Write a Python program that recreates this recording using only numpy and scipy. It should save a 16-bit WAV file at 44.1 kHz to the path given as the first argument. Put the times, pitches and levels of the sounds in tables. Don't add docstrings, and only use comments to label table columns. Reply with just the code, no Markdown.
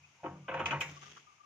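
import sys
import numpy as np
from scipy import signal
from scipy.fft import rfft, irfft, next_fast_len
from scipy.io import wavfile
from scipy.ndimage import map_coordinates

SR = 44100
rng = np.random.default_rng(int(sys.argv[2]) if len(sys.argv) > 2 else 0)


def to_wav(sig):
    pcm = np.clip(np.atleast_2d(sig), -1, 1) * 32767
    pcm = np.round(pcm).astype(np.int16)
    wavfile.write(sys.argv[1], SR, pcm.T)


N = 63945
T = np.arange(N) / SR
SIDES = np.array([[0.5], [-0.5]])


def amp(db):
    return 10 ** (np.asarray(db) / 20)


def unit(x):
    return x / np.sqrt(np.mean(x ** 2) + 1e-20)


def along(points, hz):
    f, value = np.transpose(points)
    return np.interp(np.log(hz + 1), np.log(f + 1), value)


def wobble(rate):
    knots = rng.standard_normal(int(N * rate / SR) + 4)
    return map_coordinates(knots, [T * rate])


def filtered(x, response):
    size = next_fast_len(N + SR)
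    hz = np.fft.rfftfreq(size, 1 / SR)
    return irfft(rfft(x, size) * response(hz), size)[..., :N]


def placed(x, lag_s, left_db):
    return filtered(x, lambda hz: amp(left_db * SIDES) * np.exp(-2j * np.pi * hz * lag_s * SIDES))


# pitch_hz, likeness (0 to 1)
ALIKE = [(100, 0.93), (1000, 0.46), (3000, 0.067), (8000, 0.033)]


def rush(colour):
    def mid_and_side(hz):
        turn = np.arccos(np.clip(along(ALIKE, hz), 0, 1)) / 2
        return amp(along(colour, hz)) * [np.cos(turn), np.sin(turn)]

    mid, side = filtered(rng.standard_normal((2, N)), mid_and_side)
    return unit(np.array([mid + side, mid - side]))


# pitch_hz, relative level_db per Hz
AIR_COLOUR = [(18, -50.5), (30, -16), (113, -2.5), (190, -9), (497, -14.5), (662, -10.5), (859, -7),
              (1140, -6.5), (1920, -11.5), (2190, -2.5), (2630, -4), (4200, -18), (6530, -9), (8250, -32),
              (9640, -26.5), (10400, -39.5), (15000, -36)]
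AIR_DB, AIR_SWAY_DB = -66.5, 0.7


def air():
    sway_db = AIR_SWAY_DB * (wobble(8.3) + wobble(30))
    return amp(AIR_DB + sway_db) * rush(AIR_COLOUR)


BOOM_HZ = [145, 91, 182]
BOOM_WAVER_HZ = [3.8, 6.9, 4.1]
# time_s, relative level_db of each of the three tones
BOOM_LEVELS = [(0.0, -71, -74, -98), (0.032, -69.5, -71.5, -90), (0.194, -87.5, -93, -93),
               (0.242, -67, -75, -77), (0.278, -51.5, -58.5, -73), (0.332, -54.5, -58, -54.5),
               (0.39, -56.5, -78, -64), (0.42, -52, -71, -60.5), (0.484, -68, -68, -68),
               (0.532, -53, -61, -71), (0.626, -51, -54.5, -72), (0.654, -67.5, -47, -63),
               (0.68, -54, -53, -57), (0.716, -50.5, -69, -66), (0.752, -40.5, -67, -68),
               (0.792, -46, -50.5, -66), (0.832, -78, -62, -67), (0.864, -51.5, -68, -64),
               (0.916, -53, -58, -65), (0.976, -59.5, -71, -78), (1.176, -72, -80, -79),
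               (1.3, -91, -87, -100)]


def boom():
    time_s, *levels = np.transpose(BOOM_LEVELS)
    total = 0
    for hz, level_db, waver_hz in zip(BOOM_HZ, levels, BOOM_WAVER_HZ):
        cycles = np.cumsum(hz + waver_hz * wobble(25)) / SR
        loudness = amp(np.interp(T, time_s, level_db, 0, -120) + 4.5)
        total = total + loudness * np.sin(2 * np.pi * cycles)
    return total


# start_s, length_s (before the fade-out), pitch_hz (before waver), relative level_db
BIRD_NOTES = [(0.352, 0.021, 1180, -62.5), (0.439, .05, 1182, -65.5), (0.924, 0.022, 1137, -65),
              (0.96, .022, 1140, -59.5), (1.014, 0.017, 1178, -56.5), (1.049, 0.039, 1200, -60),
              (1.17, 0.0091, 1163, -61), (1.265, 0.042, 1202, -63.5), (1.315, .012, 1184, -62),
              (1.33, 0.02, 1190, -73), (1.372, 0.012, 1234, -73), (1.395, 0.022, 1180, -62.5),
              (1.428, .03, 1200, -61)]
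CHIRP = (.032, .022, 2500, -62)
BIRD_EDGE_S, BIRD_WAVER_HZ = 0.008, 23.95
BIRD_LAG_S, BIRD_LEFT_DB = 0.00027, 8.6


def bird():
    calls, waver_hz = np.zeros(N), BIRD_WAVER_HZ * wobble(120)
    for start, length, hz, level_db in BIRD_NOTES + [CHIRP]:
        time_to_edge = np.minimum(T - start, start + length + BIRD_EDGE_S - T)
        shape = np.clip(time_to_edge / BIRD_EDGE_S, 0, 1)
        cycles = np.cumsum(hz + waver_hz) / SR
        calls += amp(level_db + 2.5) * shape * np.sin(2 * np.pi * cycles)
    return placed(calls * amp(2.5 * wobble(90)), BIRD_LAG_S, BIRD_LEFT_DB)


SLIPS_PER_S, SLIP_SPREAD_DB, FADE_S = 1500, 6, 0.0014


def slips(start, length, hold_share):
    u = (T - start) / length
    onset = np.clip(0.9 + u / hold_share, 0, 1) * (u >= 0)
    past_hold_s = np.clip(u - hold_share, 0, None) * length
    fade = np.exp(-(past_hold_s / (FADE_S + length * (1 - hold_share))) ** 2)
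    clicks = (rng.random(N) < SLIPS_PER_S / SR) * rng.choice([-1, 1], N)
    x = onset * fade * clicks * amp(SLIP_SPREAD_DB * rng.standard_normal(N))
    return x / np.linalg.norm(x)


def tail(colour, t60, alike):
    hz, t, z = signal.stft(rng.standard_normal((2, SR // 2)), SR, nperseg=256)
    z = z * amp(along(colour, hz)[:, None] - 60 * t / along(t60, hz)[:, None])
    a, b = signal.istft(z, SR, nperseg=256)[1]
    turn = np.arccos(np.clip(alike, 0, 1)) / 2
    mid, side = np.cos(turn) * a, np.sin(turn) * b
    return np.array([mid + side, mid - side]) / np.linalg.norm(a)


def shaken(force, dying_noise):
    return signal.fftconvolve(force[None], dying_noise, axes=1)[:, :N]


SWELL_POWER = 0.66
FOCUS_DB, FOCUS_MAX_DB = 25.5, 12
GRIP_T60 = 0.05
MODE_SPREAD_DB, WIDE_RAD_PER_KHZ = 1.5, 0.66


def ring(modes, start, length, free_db, focus_hz=None):
    t, total = np.clip(T - start, 0, None), 0
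    scatter = rng.standard_normal((len(modes), 3))
    for (hz, level_db, t60), (louder, phase, apart) in zip(modes, scatter):
        off_db = min(FOCUS_DB * np.log2(hz / focus_hz) ** 2, FOCUS_MAX_DB) if focus_hz else 0
        swell_s = length * (1000 / hz) ** SWELL_POWER
        after = np.clip(t - swell_s, 0, None)
        gripped, free = amp(-60 * after / GRIP_T60), amp(free_db - 60 * after / t60)
        shape = np.clip(t / swell_s, 0, 1) ** 2.76 * (gripped + free)
        side_phase = WIDE_RAD_PER_KHZ * hz / 1000 * apart * SIDES
        tone = np.sin(2 * np.pi * hz * t + 3 * phase + side_phase)
        total = total + shape * amp(level_db - off_db + MODE_SPREAD_DB * louder) * tone
    return total


# pitch_hz, relative level_db, t60_s (free ring falls 60 dB)
WHEEL = [(528.2, 0.5, 0.35), (695.4, -5.5, 0.13), (803, -11, 0.4), (928, 0, 0.3), (1109, -6.5, .3),
         (1173, -12.5, 0.46), (1300, -8.5, 0.1), (1304, -4, 0.26), (1430, -10.5, 0.86), (1547, -3, 0.24),
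         (1580, -8.5, 0.24)]
SPOKES = [(2060, -11.5, 0.24), (2283, -8, 0.32), (2513, -1.5, 0.067), (2592, -7.5, 0.3), (2590, -9, 0.077),
          (2926, -5, .2), (3048, -9, 0.073), (3347, -11, 0.04)]
GATE = [(236.8, -13.5, 0.53), (277.2, -8.5, 0.5), (327, -4.5, 0.5), (371.6, -9, 0.44), (436, -14, 0.31)]


def ringing_metal(start, length, loudest_hz, bright_db, gate_db, free_db):
    wheel = ring(WHEEL, start, length, free_db, loudest_hz)
    spokes = amp(bright_db) * ring(SPOKES, start, length, free_db)
    gate = amp(gate_db) * ring(GATE, start, length / 2, free_db)
    return wheel + spokes + gate


# pitch_hz, relative level_db per Hz
CLATTER = [(88, -30), (150, 2.5), (178, -17), (418, -37), (517, -6.5), (650, -11.5), (927, -2.5),
           (2000, -6), (2480, -4), (4500, -26.5), (5850, -67.5), (9900, -120)]
# pitch_hz, t60_s
CLATTER_T60 = [(200, 0.79), (1000, 0.32), (3000, 0.29), (8000, 0.063)]


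def frame_clatter(force, bright_db):
    colour = [(hz, level_db + bright_db * (hz > 1900)) for hz, level_db in CLATTER]
    return shaken(force, tail(colour, CLATTER_T60, alike=0.88))


# pitch_hz, relative level_db per Hz
CRACK = [(2000, -120), (3500, 0.5), (4300, -9.5), (6400, 2), (7000, 0.5), (8500, -19.5), (10000, -22.5),
         (11500, -16.5), (13700, -16), (15200, -32)]
# pitch_hz, t60_s
CRACK_T60 = [(5000, 0.098), (13000, 0.042)]
# pitch_hz, t60_s
LONG_TAIL_T60 = [(5000, 0.72), (13000, .4)]
LONG_TAIL_DB, DULL_HZ = -6.5, 7620


def treble_crack(force, top_db):
    short = tail(CRACK, CRACK_T60, alike=0.34)
    long = amp(LONG_TAIL_DB) * tail(CRACK, LONG_TAIL_T60, alike=0.18)
    return filtered(shaken(force, short + long), lambda hz: amp(top_db / (1 + (DULL_HZ / (hz + 1)) ** 10)))


# bright_modes_db, crack_db, crack_top_db, gate_db, clatter_db, ring_on_db
JERKS = [(0.172, 0.031, -70, 890, -20, -39, -15, -20, -11, 1.5),
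         (0.232, 0.015, -43, 648, -16.5, -50, -15, 0.5, -3, -2.5),
         (0.254, 0.013, -40, 1080, -13.5, -48.5, -17.5, 0, -15, -9),
         (0.479, 0.0062, -42, 1443, -8, -49, -19, -11, -4.5, -7.5),
         (0.485, 0.0067, -41, 540, -7, -49, -21, -14, -5.5, -2),
         (.508, 0.015, -43, 1210, -6, -43, -22, -7.5, -7.5, -6),
         (0.539, 0.0064, -40, 1500, -6, -28, -23, -10, -5, -8.5),
         (0.544, 0.0049, -34.5, 673, -15, -50, -25, -15, -10, -6),
         (0.569, 0.0039, -49, 900, -4, -42, -25, -41, 3, 0.5),
         (0.591, 0.014, -35, 996, -6.5, -32.5, -6, -8, -5, -4),
         (0.655, 0.0094, -36.5, 1004, 6, -13.5, -11, -10.5, -12, -5),
         (0.68, 0.0078, -43, 950, 3, -18.5, -33, -40, -4, -6.5),
         (0.708, 0.0019, -33.5, 1600, 0, -25, -32.5, -11, -5, -6.5),
         (.716, 0.014, -35, 950, -8, -45.5, -20, -10, -9.5, -2),
         (0.804, 0.014, -44, 1200, 12.5, -7, 2.5, -10, 2, -3.5),
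         (0.912, 0.0046, -64, 1170, -4, -7.5, -1.5, 11, -0.5, -21.5)]
RATTLE_DB, SHAKE_DB = 35, 1
SLIP_HOLD = 0.56
CLATTER_TOP_HZ = 3900
WHEEL_LAG_S, WHEEL_LEFT_DB = 0.00006, 1


def handwheel():
    rung, clatter, cracks = np.zeros((3, 2, N))
    for (start, length, level_db, loudest_hz, bright_db,
         crack_db, top_db, gate_db, clatter_db, free_db) in JERKS:
        rung += amp(level_db) * ringing_metal(start, length, loudest_hz, bright_db, gate_db, free_db)
        force = amp(level_db + RATTLE_DB) * slips(start, length, SLIP_HOLD)
        clatter += amp(clatter_db) * frame_clatter(force, bright_db)
        cracks += amp(crack_db) * treble_crack(force, top_db)
    body = rung * amp(SHAKE_DB * wobble(150)) + clatter + scuffs()
    body = filtered(body, lambda hz: 1 / (1 + (hz / CLATTER_TOP_HZ) ** 8))
    return placed(body + cracks, WHEEL_LAG_S, WHEEL_LEFT_DB)


# time_s, level_db (before the stereo balance)
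DRAG_LEVEL = [(.88, -56), (0.932, -60.5), (1.0, -61.5), (1.032, -56), (1.09, -55.5), (1.18, -57.5),
              (1.211, -62), (1.25, -71.5), (1.3, -82)]
# pitch_hz, relative level_db per Hz
DRAG_COLOUR = [(120, -13.5), (200, -6), (344, -9), (390, -4), (570, -16), (1430, -8.5), (3290, -2.5),
               (4090, -16), (6420, -6.5), (7970, -30), (15000, -44)]
GRIT_DB = 2.5


def drag():
    time_s, level_db = np.transpose(DRAG_LEVEL)
    grit = amp(GRIT_DB * wobble(400) + 1.6 * wobble(40.53))
    loudness = amp(np.interp(T, time_s, level_db, -120, -120))
    return loudness * unit(grit * rush(DRAG_COLOUR))


# start_s, relative level_db
SCUFFS = [(1.028, -26.5), (1.163, -27)]
# pitch_hz, relative level_db per Hz
SCUFF_COLOUR = [(600, -31), (1100, 0), (1600, -3.5), (2600, -21), (5000, -48)]
SCUFF_S = 0.011


def scuffs():
    total = np.zeros((2, N))
    for start, level_db in SCUFFS:
        force = slips(start, SCUFF_S, 0.31)
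        total += amp(level_db) * shaken(force, tail(SCUFF_COLOUR, [(1000, 0.078)], alike=0.63))
    return total


def scene():
    leaning = amp([[1.5], [-1.5]]) * (air() + drag())
    return leaning + boom() + bird() + handwheel()


BASS_CUT_HZ, TOP_HZ = 53, 15385


def record(dry):
    return filtered(dry, lambda hz: (hz < TOP_HZ) * (1j * hz / (BASS_CUT_HZ + 1j * hz)) ** 2)


dry = scene()
out = record(dry)
to_wav(out)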